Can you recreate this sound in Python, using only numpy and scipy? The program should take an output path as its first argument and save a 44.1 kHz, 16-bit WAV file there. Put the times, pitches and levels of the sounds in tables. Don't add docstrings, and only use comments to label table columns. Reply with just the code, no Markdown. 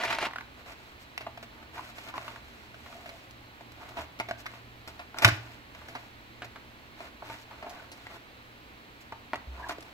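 import sys
import numpy as np
from scipy import signal
from scipy.fft import rfft, irfft
from scipy.io import wavfile
from scipy.ndimage import uniform_filter1d

SR = 44100
rng = np.random.default_rng(int(sys.argv[2]) if len(sys.argv) > 2 else 0)


def to_wav(sig):
    pcm = np.clip(np.atleast_2d(sig), -1, 1) * 32767
    pcm = np.round(pcm).astype(np.int16)
    wavfile.write(sys.argv[1], SR, pcm.T)


N = 437913
HZ = np.fft.rfftfreq(N, 1 / SR)
THUD_HZ, CORE_HZ, CLACK_HZ, SNAP_HZ, FIZZ_HZ = 450, 1050, 2300, 5500, 13000
LEAD = 32


def knock(db, thud_db, snap_db, length_s, place, note_hz, size=8192):
    fall_db, spread_db, rise_s = 40, 4.0, .0003
    t = np.arange(size) / SR
    chatter = rng.standard_normal(size)
    chatter *= amp(spread_db * rng.standard_normal(size) - fall_db * t / length_s)
    chatter *= 1 - np.exp(-t / rise_s)
    force = 0.81 * chatter / np.linalg.norm(chatter)
    force[0] += 0.42 * np.sqrt(0.022 / length_s)
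    fizz_db = snap_db - 4 + 0.4 * min(snap_db, 0)
    bands = [(THUD_HZ, thud_db), (CORE_HZ, 0), (CLACK_HZ, clack_level(snap_db, base_db=4.5)),
             (SNAP_HZ, snap_db), (FIZZ_HZ, fizz_db)]
    tone = lambda f: amp(curve(bands, f)) * (1 + amp(-4) * resonance(f, note_hz, 0.21 * note_hz))
    hit = signal.fftconvolve(force, minimum_phase(tone, size=2048))
    return amp(db) * placed(np.pad(hit, LEAD), place)


# (time [s], level [dB], thud [dB], snap [dB], chatter length [s], place [- left, + right], note [Hz])
TRAY_HITS = [(0.036, 14.5, -4, -8, 0.058, -0.73, 910), (0.05, -1.5, 13, 6.5, 0.036, -0.1, 2140),
             (0.103, 11.5, -7, -5, 0.085, -0.71, 1980), (0.128, 1, -8, 1, 0.008, -0.12, 2050),
             (0.132, 8, -1, -8, 0.04, -1.1, 890), (0.15, -5, 3, 7, 0.011, -0.2, 1790),
             (0.186, 8.5, -3, -5, 0.02, 0, 1130), (0.227, 9.5, 11, -7.5, 0.021, -0.57, 910),
             (0.253, 12.5, -21, -12, 0.031, 0, 900), (0.267, -2, 12, -1, 0.02, 0.68, 890),
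             (1.178, 0, -3, 2.5, 0.0089, 0.75, 2020), (1.208, -3, 4, -1.5, 0.058, 0.84, 980),
             (1.266, 6, 2, -16, 0.042, -0.44, 720), (1.375, -7, 6, -2, 0.033, 0.73, 685),
             (1.428, -7, 7, 4, 0.045, 0.68, 654), (1.628, -10.5, -1, -5, 0.02, -0.62, 1040),
             (1.78, 2, -7, -12, 0.033, -0.38, 890), (1.984, -7.5, 7, 0, 0.029, 0.9, 2100),
             (2.087, -7, 11, 0.5, 0.025, -1.06, 970), (2.14, 1.5, 3, -13, 0.022, 0.93, 1000),
             (2.18, 3.5, -5, -10.5, 0.0066, 0.36, 1050), (2.28, 2.5, -17, -8.5, 0.024, 0.42, 1030),
             (2.36, -5.5, -18, -11, 0.013, 0.41, 1370), (2.744, -9, 3, -6, 0.03, 0.9, 640),
             (2.862, -4.5, -10, -10, 0.027, 0.24, 1010), (2.927, -6.5, 3.5, -8, 0.016, 0.27, 650),
             (3.059, -5, 0, -4.5, 0.034, 0.89, 654), (3.092, -8, 2, 3, 0.033, 0.96, 680),
             (3.31, -19.5, -4, 11.5, 0.0097, 1, 1160), (3.608, -12, 15.5, -3, 0.057, -0.61, 840),
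             (3.72, -20, 7, 10.5, 0.012, 0.72, 680), (3.889, -17, 8, 8.5, 0.047, 0, 674),
             (3.971, 5.5, 3, -10.5, 0.041, 1, 684), (3.99, -1.5, 11, -6, 0.04, 0.043, 760),
             (4.19, -12, 11, 6, 0.03, -1.1, 1500), (4.2, 6, 3.5, -3.5, 0.008, -0.95, 705),
             (4.205, 6, 3, -6.5, 0.034, -0.85, 695), (4.287, 2, 5, -3, 0.082, 0.74, 700),
             (4.311, 8.5, 3, -9.5, 0.009, 0.68, 680), (4.458, 1, -10, -10, 0.025, 0.97, 1500),
             (4.464, 3, -15, -4, 0.023, 0.78, 2000), (4.538, -7.5, 4, -17, 0.011, 0.48, 820),
             (4.876, -4.5, 8.5, 7, 0.053, -0.7, 705), (4.994, 3, -4, -9, 0.071, -1.03, 700),
             (5.144, 1.5, -6, -18, 0.022, -0.67, 800), (5.186, -1, 2, 11.5, 0.012, -0.63, 1270),
             (5.222, 13, 3.5, 0.5, 0.058, -0.77, 1520), (5.247, 25.5, -25, 1.5, 0.014, 0.676, 2950),
             (5.251, 12, 6, 2.5, 0.0033, 0.89, 2240), (5.256, 9, -1, -8, 0.02, 0.3, 1090),
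             (5.278, 5, 17, 10, 0.027, 0.9, 1290), (5.287, 12, -1, 1.5, 0.026, 0.68, 1300),
             (5.749, -6.5, -1, -4, 0.029, -0.8, 660), (5.816, -2.5, -9, -25, 0.03, -0.55, 790),
             (5.885, -8.5, 8, 4.5, 0.076, 0.78, 1590), (5.952, 5, 3.5, -7, 0.056, 0.88, 1470),
             (6.42, 6, 3, -9, 0.058, 0.21, 685), (6.445, -8.5, 4, 4.5, 0.04, -0.75, 670),
             (6.559, -1.5, -1, -10, 0.049, 0.3, 1550), (7.005, -4, 2, -8, 0.023, -0.96, 680),
             (7.223, 1, 3, -22, 0.04, 0.6, 880), (7.3, 5, 1, -22, 0.027, 0.3, 870),
             (7.51, -0.5, -7, -15, 0.11, 0.35, 1050), (7.626, 3, 1, -12, 0.063, -0.75, 690),
             (7.665, 1.5, 3, -16, 0.059, 0.53, 680), (7.695, -20, -10, 22, 0.065, 0.24, 670),
             (7.917, -13.5, 11, 15, 0.067, -0.96, 900), (8.068, -4.5, -2, -5, 0.019, -0.61, 1950),
             (9.123, 4, 4.5, -14, 0.031, 0.59, 1170), (9.3337, 13.5, 0, -18.5, 0.0082, 0, 860),
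             (9.342, 2.5, 6, -9, 0.022, 0.28, 790), (9.357, 0.5, 3, -3.5, 0.022, 0.59, 1300),
             (9.687, -9.5, -12, 14, 0.064, -0.52, 1300), (9.694, 6, 5.5, -5, 0.031, -0.77, 1040),
             (9.708, 4, -4, -12, 0.023, -0.18, 895), (9.784, -15.5, 27.5, 2, 0.015, 0.75, 800),
             (9.807, -23, -1, 19, 0.028, -0.57, 905), (9.825, -17.5, 7, 11, 0.023, 0.92, 1810)]

def knocks(trim_db=-1):
    out = np.zeros((2, N))
    for start, *blow in TRAY_HITS:
        add(out, start - LEAD / SR, knock(*blow))
    return amp(trim_db) * out


# (time [s], pitch [Hz], level [dB], decay t60 [s])
TRAY_BOUNCES = [(0.226, 110, -49, 0.27), (3.984, 76.3, -44, 0.49), (5.2473, 108.2, -12, 0.18),
                (5.318, 106, -21, 0.15), (9.471, 64.3, -33.5, 0.64)]

def thumps(rise_s=0.0069, size=30000):
    out = np.zeros((2, N))
    t = np.arange(size) / SR
    for start, hz, db, t60 in TRAY_BOUNCES:
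        envelope = amp(db - 60 * t / t60) * (1 - np.exp(-t / rise_s))
        add(out, start, placed(envelope * np.sin(2 * np.pi * hz * t), place=0.98))
    return out


def pressure(strokes, clack_db, fullest=0.4, half_width=0.46, squareness=4.1):
    t = np.arange(0, N, 64) / SR
    power = 0
    for start, length, db, snap_db in strokes:
        progress = (t - start) / length
        swell = np.exp(-abs((progress - fullest) / half_width) ** squareness)
        bands_db = np.array([[0], [clack_level(snap_db, clack_db)], [snap_db]])
        power += (amp(db + bands_db) * swell) ** 2
    return [np.interp(np.arange(N) / SR, t, gain) for gain in np.sqrt(power)]


def friction(envelopes, place, slips_per_s, spread_db, smooth, flutter_db, thud_db, fizz_db):
    slips = (rng.random(N) < slips_per_s / SR) * rng.choice([-1, 1], N)
    slips = slips * amp(spread_db * np.minimum(rng.exponential(1, N), 3))
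    force = np.sqrt(1 - smooth) * unit_rms(slips) + np.sqrt(smooth) * rng.standard_normal(N)
    grip = flutter(flutter_db, N, smoothing=500)
    tone = amp(curve([(THUD_HZ, thud_db), (CORE_HZ, 0), (SNAP_HZ, 0), (FIZZ_HZ, fizz_db)], HZ))
    spectrum = rfft(unit_rms(force * grip)) * tone
    out = np.zeros(N)
    for solo, envelope in zip(np.eye(3), envelopes):
        band = curve(list(zip([CORE_HZ, CLACK_HZ, SNAP_HZ], solo)), HZ)
        out += envelope * irfft(spectrum * band, N)
    return placed(out, place)


# (time [s], length [s], level [dB], snap [dB])
TRAY_DRAGS = [(0.57, 0.072, -41, -5), (0.665, 0.088, -34, -1.5), (0.77, 0.21, -52, 7),
              (1.0, 0.052, -55, 15), (1.52, 0.17, -41, -13), (1.74, 0.085, -32.5, -3.5),
              (1.82, 0.12, -37.5, 2.5), (1.96, 0.17, -40.5, 5.5), (2.06, 0.062, -32, -5),
              (2.15, 0.059, -29.5, -5), (2.18, 0.25, -36, -1), (2.42, 0.35, -48.5, 3),
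              (2.78, 0.56, -46, 5.5), (3.78, 0.2, -34.5, -7), (3.965, 0.094, -29, -4.5),
              (4.38, 0.049, -43, 10.5), (4.49, 0.12, -41, 0), (4.89, 0.21, -47, -1), (5.17, 0.1, -24.5, -8),
              (5.228, 0.06, -13, -3.5), (5.29, 0.11, -41, 8), (5.4, 0.22, -42.5, 0),
              (5.77, 0.38, -40.5, -2.5), (6.98, 0.13, -36.5, -3), (7.25, 0.15, -35, 0),
              (7.38, 0.074, -47, 9.5), (7.49, 0.16, -40.5, -5.5), (7.64, 0.28, -36.5, -7),
              (7.96, 0.16, -45, 2), (8.1, 0.091, -34, -4.5), (9.005, 0.03, -54, 14),
              (9.53, 0.28, -35, -8.5), (9.69, 0.052, -30, -1.5), (9.8, 0.19, -44, -3)]

def scrapes(trim_db=-5.5):
    envelopes = pressure(TRAY_DRAGS, clack_db=1.5)
    ends = [friction(envelopes, place, slips_per_s=450, spread_db=1.8, smooth=0.4,
                     flutter_db=2.0, thud_db=3.5, fizz_db=-1) for place in (-.7, .65)]
    return amp(trim_db) * sum(ends)


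# (time [s], length [s], pitch [Hz], width [Hz], level [dB])
EDGE_JUDDERS = [(1.767, 0.038, 940, 130, -42.5), (2.119, 0.059, 1010, 110, -46),
                (2.779, 0.46, 680, 210, -57.5), (3.961, 0.057, 990, 80, -43.5),
                (7.601, 0.21, 720, 190, -53), (7.714, 0.12, 1530, 90, -58), (9.556, 0.19, 950, 260, -47.5),
                (9.624, 0.037, 1656, 170, -45)]

def judders():
    out = np.zeros((2, N))
    f = np.fft.rfftfreq(SR, 1 / SR)
    for start, length, hz, width, db in EDGE_JUDDERS:
        note = irfft(rfft(rng.standard_normal(SR)) * resonance(f, hz, width))
        note *= flutter(depth_db=3, size=SR, smoothing=400)
        swell = signal.windows.tukey(round(length * SR), .6)
        add(out, start, amp(db) * placed(unit_rms(note[:len(swell)] * swell), place=.2))
    return out


# (time [s], length [s], level [dB], snap [dB])
FINGER_PUSHES = [(-0.04, 0.25, -23, -3.5), (0.2, 0.086, -24, -1.5)]

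def pencil_roll(trim_db=-1):
    envelopes = pressure(FINGER_PUSHES, clack_db=4.5)
    return amp(trim_db) * friction(envelopes, place=-0.17, slips_per_s=970, spread_db=-1.0,
                                   smooth=0.41, flutter_db=-0.5, thud_db=2, fizz_db=-4.5)


def finger_run(start_s=0.286, gap_s=0.0246, count=6, crest=0.59, crest_db=3, rise_db=-10, fade_db=-5):
    out = np.zeros((2, N))
    for k in range(count):
        past_crest = k / (count - 1) - crest
        db = crest_db + (rise_db if past_crest < 0 else fade_db) * np.tanh(4 * past_crest) ** 2
        click = knock(db, thud_db=-9, snap_db=-10, length_s=0.013, place=0.42, note_hz=1540)
        add(out, start_s + k * gap_s - LEAD / SR, click)
    return out


# (frequency [Hz], level [dB])
BODY_TONE = [(40, -18.5), (110, -25.5), (200, -14), (300, -12), (450, -11), (700, -3), (1200, -3),
             (2200, -3), (3200, -7), (4500, -9.5), (6000, -14.5), (7500, -17), (9000, -22.5),
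             (11500, -15.5), (16000, -30.5)]
# (pitch [Hz], width [Hz], level against the body [dB])
TIN_MODES = [(116, 7, 28.5), (310, 37, 10.5), (655, 124, -1.5), (827, 9, -3), (908, 20, 1.5),
             (917, 25, -28), (1175, 38, -4.5), (1300, 33, -3), (1467, 66, -1.5), (1574, 16, -4),
             (1790, 28, -10), (1938, 15, 0.5), (2156, 25, -1.5), (2270, 37, -12), (2394, 7.3, 2),
             (2650, 14, 0), (2790, 61, -4.5)]

def tin(force):
    def tone(f):
        ring = sum(amp(db) * resonance(f, hz, width) for hz, width, db in TIN_MODES)
        return amp(curve(BODY_TONE, f)) * (1 + ring)
    return convolve(force, minimum_phase(tone))


# (frequency [Hz], decay t60 [s])
ROOM_DECAY = [(100, 0.39), (400, 0.49), (2000, 0.37), (6000, 0.37), (14000, 0.024)]

def room(x, early_db=-11, early_t60=.05, tail_db=-15, predelay_s=.002, wide_above_hz=1500):
    hz, t, noise = signal.stft(rng.standard_normal((2, SR // 2)), SR, nperseg=256)
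    alike = (np.sinc(hz / wide_above_hz) * (hz < wide_above_hz))[:, None]
    noise[1] = alike * noise[0] + np.sqrt(1 - alike ** 2) * noise[1]
    response = 0
    for db, t60 in [(early_db, early_t60), (tail_db, curve(ROOM_DECAY, hz)[:, None])]:
        noise = np.roll(noise, noise.shape[2] // 2, axis=2)
        decay = signal.istft(noise * amp(-60 * t / t60), SR, nperseg=256)[1]
        response += amp(db) * decay / np.linalg.norm(decay[0])
    return convolve(x, np.pad(response, ((0, 0), (round(predelay_s * SR), 0))))


# (frequency [Hz], relative level [dB])
AIR_TONE = [(20, -11.5), (55, -7.5), (75, 1.5), (90, -6), (150, -10.5), (290, -5.5), (420, -10.5),
            (900, -10.5), (2400, -12), (4300, -20), (5800, -29), (8000, -33), (9500, -37), (13000, -32.5)]
# (pitch [Hz], width [Hz], level [dB])
APPLIANCE_HUM = [(53.3, 7.5, -65.5), (117.66, 1.9, -60.5), (233.2, 3.7, -67.5), (305, 41, -71.5),
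                 (3970, 30, -70.5), (4260, 21, -72.5)]
# (frequency [Hz], shared power [0-1])
AIR_LIKENESS = [(60, 0.97), (250, 0.82), (500, 0.64), (900, 0.36), (1300, 0.85), (2500, 0), (3500, 0.12),
                (4300, 0.67), (6000, 0), (15000, 0.54)]

def room_tone(hiss_db=-51.5, hum_trim_db=-1):
    hiss = amp(hiss_db) * unit_rms(amp(curve(AIR_TONE, HZ)))
    hum_power = sum((amp(db + hum_trim_db) * unit_rms(resonance(HZ, hz, width))) ** 2
                    for hz, width, db in APPLIANCE_HUM)
    tone = np.sqrt(hiss ** 2 + hum_power)
    alike = curve(AIR_LIKENESS, HZ)
    shared = irfft(rfft(rng.standard_normal(N)) * tone * np.sqrt(alike), N)
    diffuse = irfft(rfft(rng.standard_normal((2, N))) * tone * np.sqrt(1 - alike), N)
    return placed(shared, place=-1.25) + diffuse


def clack_level(snap_db, base_db, limit_db=4.5):
    return np.minimum(base_db + 0.85 * snap_db, limit_db)


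def flutter(depth_db, size, smoothing):
    return amp(depth_db * unit_rms(uniform_filter1d(rng.standard_normal(size), smoothing)))


def resonance(f, hz, width):
    return 1 / (1 + (2 * (f - hz) / width) ** 2)


def placed(x, place, spacing_s=0.00021):
    lag = np.array([[.5], [-.5]]) * place * spacing_s
    return irfft(rfft(x) * np.exp(-2j * np.pi * np.fft.rfftfreq(len(x), 1 / SR) * lag), len(x))


def minimum_phase(gain, size=16384):
    log_gain = np.log(gain(abs(np.fft.fftfreq(size, 1 / SR))))
    return np.fft.ifft(np.exp(np.conj(signal.hilbert(log_gain)))).real


def convolve(x, response):
    return signal.oaconvolve(np.atleast_2d(x), np.atleast_2d(response), axes=1)[:, :x.shape[-1]]


def curve(points, hz):
    f, value = np.transpose(points)
    return np.interp(np.log(hz + 1), np.log(f + 1), value)


def add(mix, start_s, sound):
    part = mix[:, max(round(start_s * SR), 0):][:, :sound.shape[-1]]
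    part += sound[..., :part.shape[1]]


def amp(db):
    return 10 ** (np.asarray(db) / 20)


def unit_rms(x):
    return x / np.sqrt(np.mean(x ** 2) + 1e-20)


def scene():
    direct = tin(knocks() + finger_run() + pencil_roll() + scrapes()) + judders()
    contacts = direct + room(direct) + thumps()
    leftward = np.array([[1], [-1]])
    lean_db = curve([(100, -.35), (500, -.5), (1000, -.1), (2000, -.3), (5000, -.4), (8000, 1.3)], HZ)
    contacts = irfft(rfft(contacts) * amp(leftward * lean_db), N)
    return contacts + room_tone() * amp(-0.88 * leftward)


def record(dry, ceiling=0.93, cutoff_hz=15800):
    rounded = dry / (1 + (dry / ceiling) ** 6) ** (1 / 6)
    lowpass = signal.firwin(511, cutoff_hz, window=("kaiser", 9), fs=SR)
    return signal.oaconvolve(rounded, lowpass[None], "same")


dry = scene()
out = record(dry)
to_wav(out)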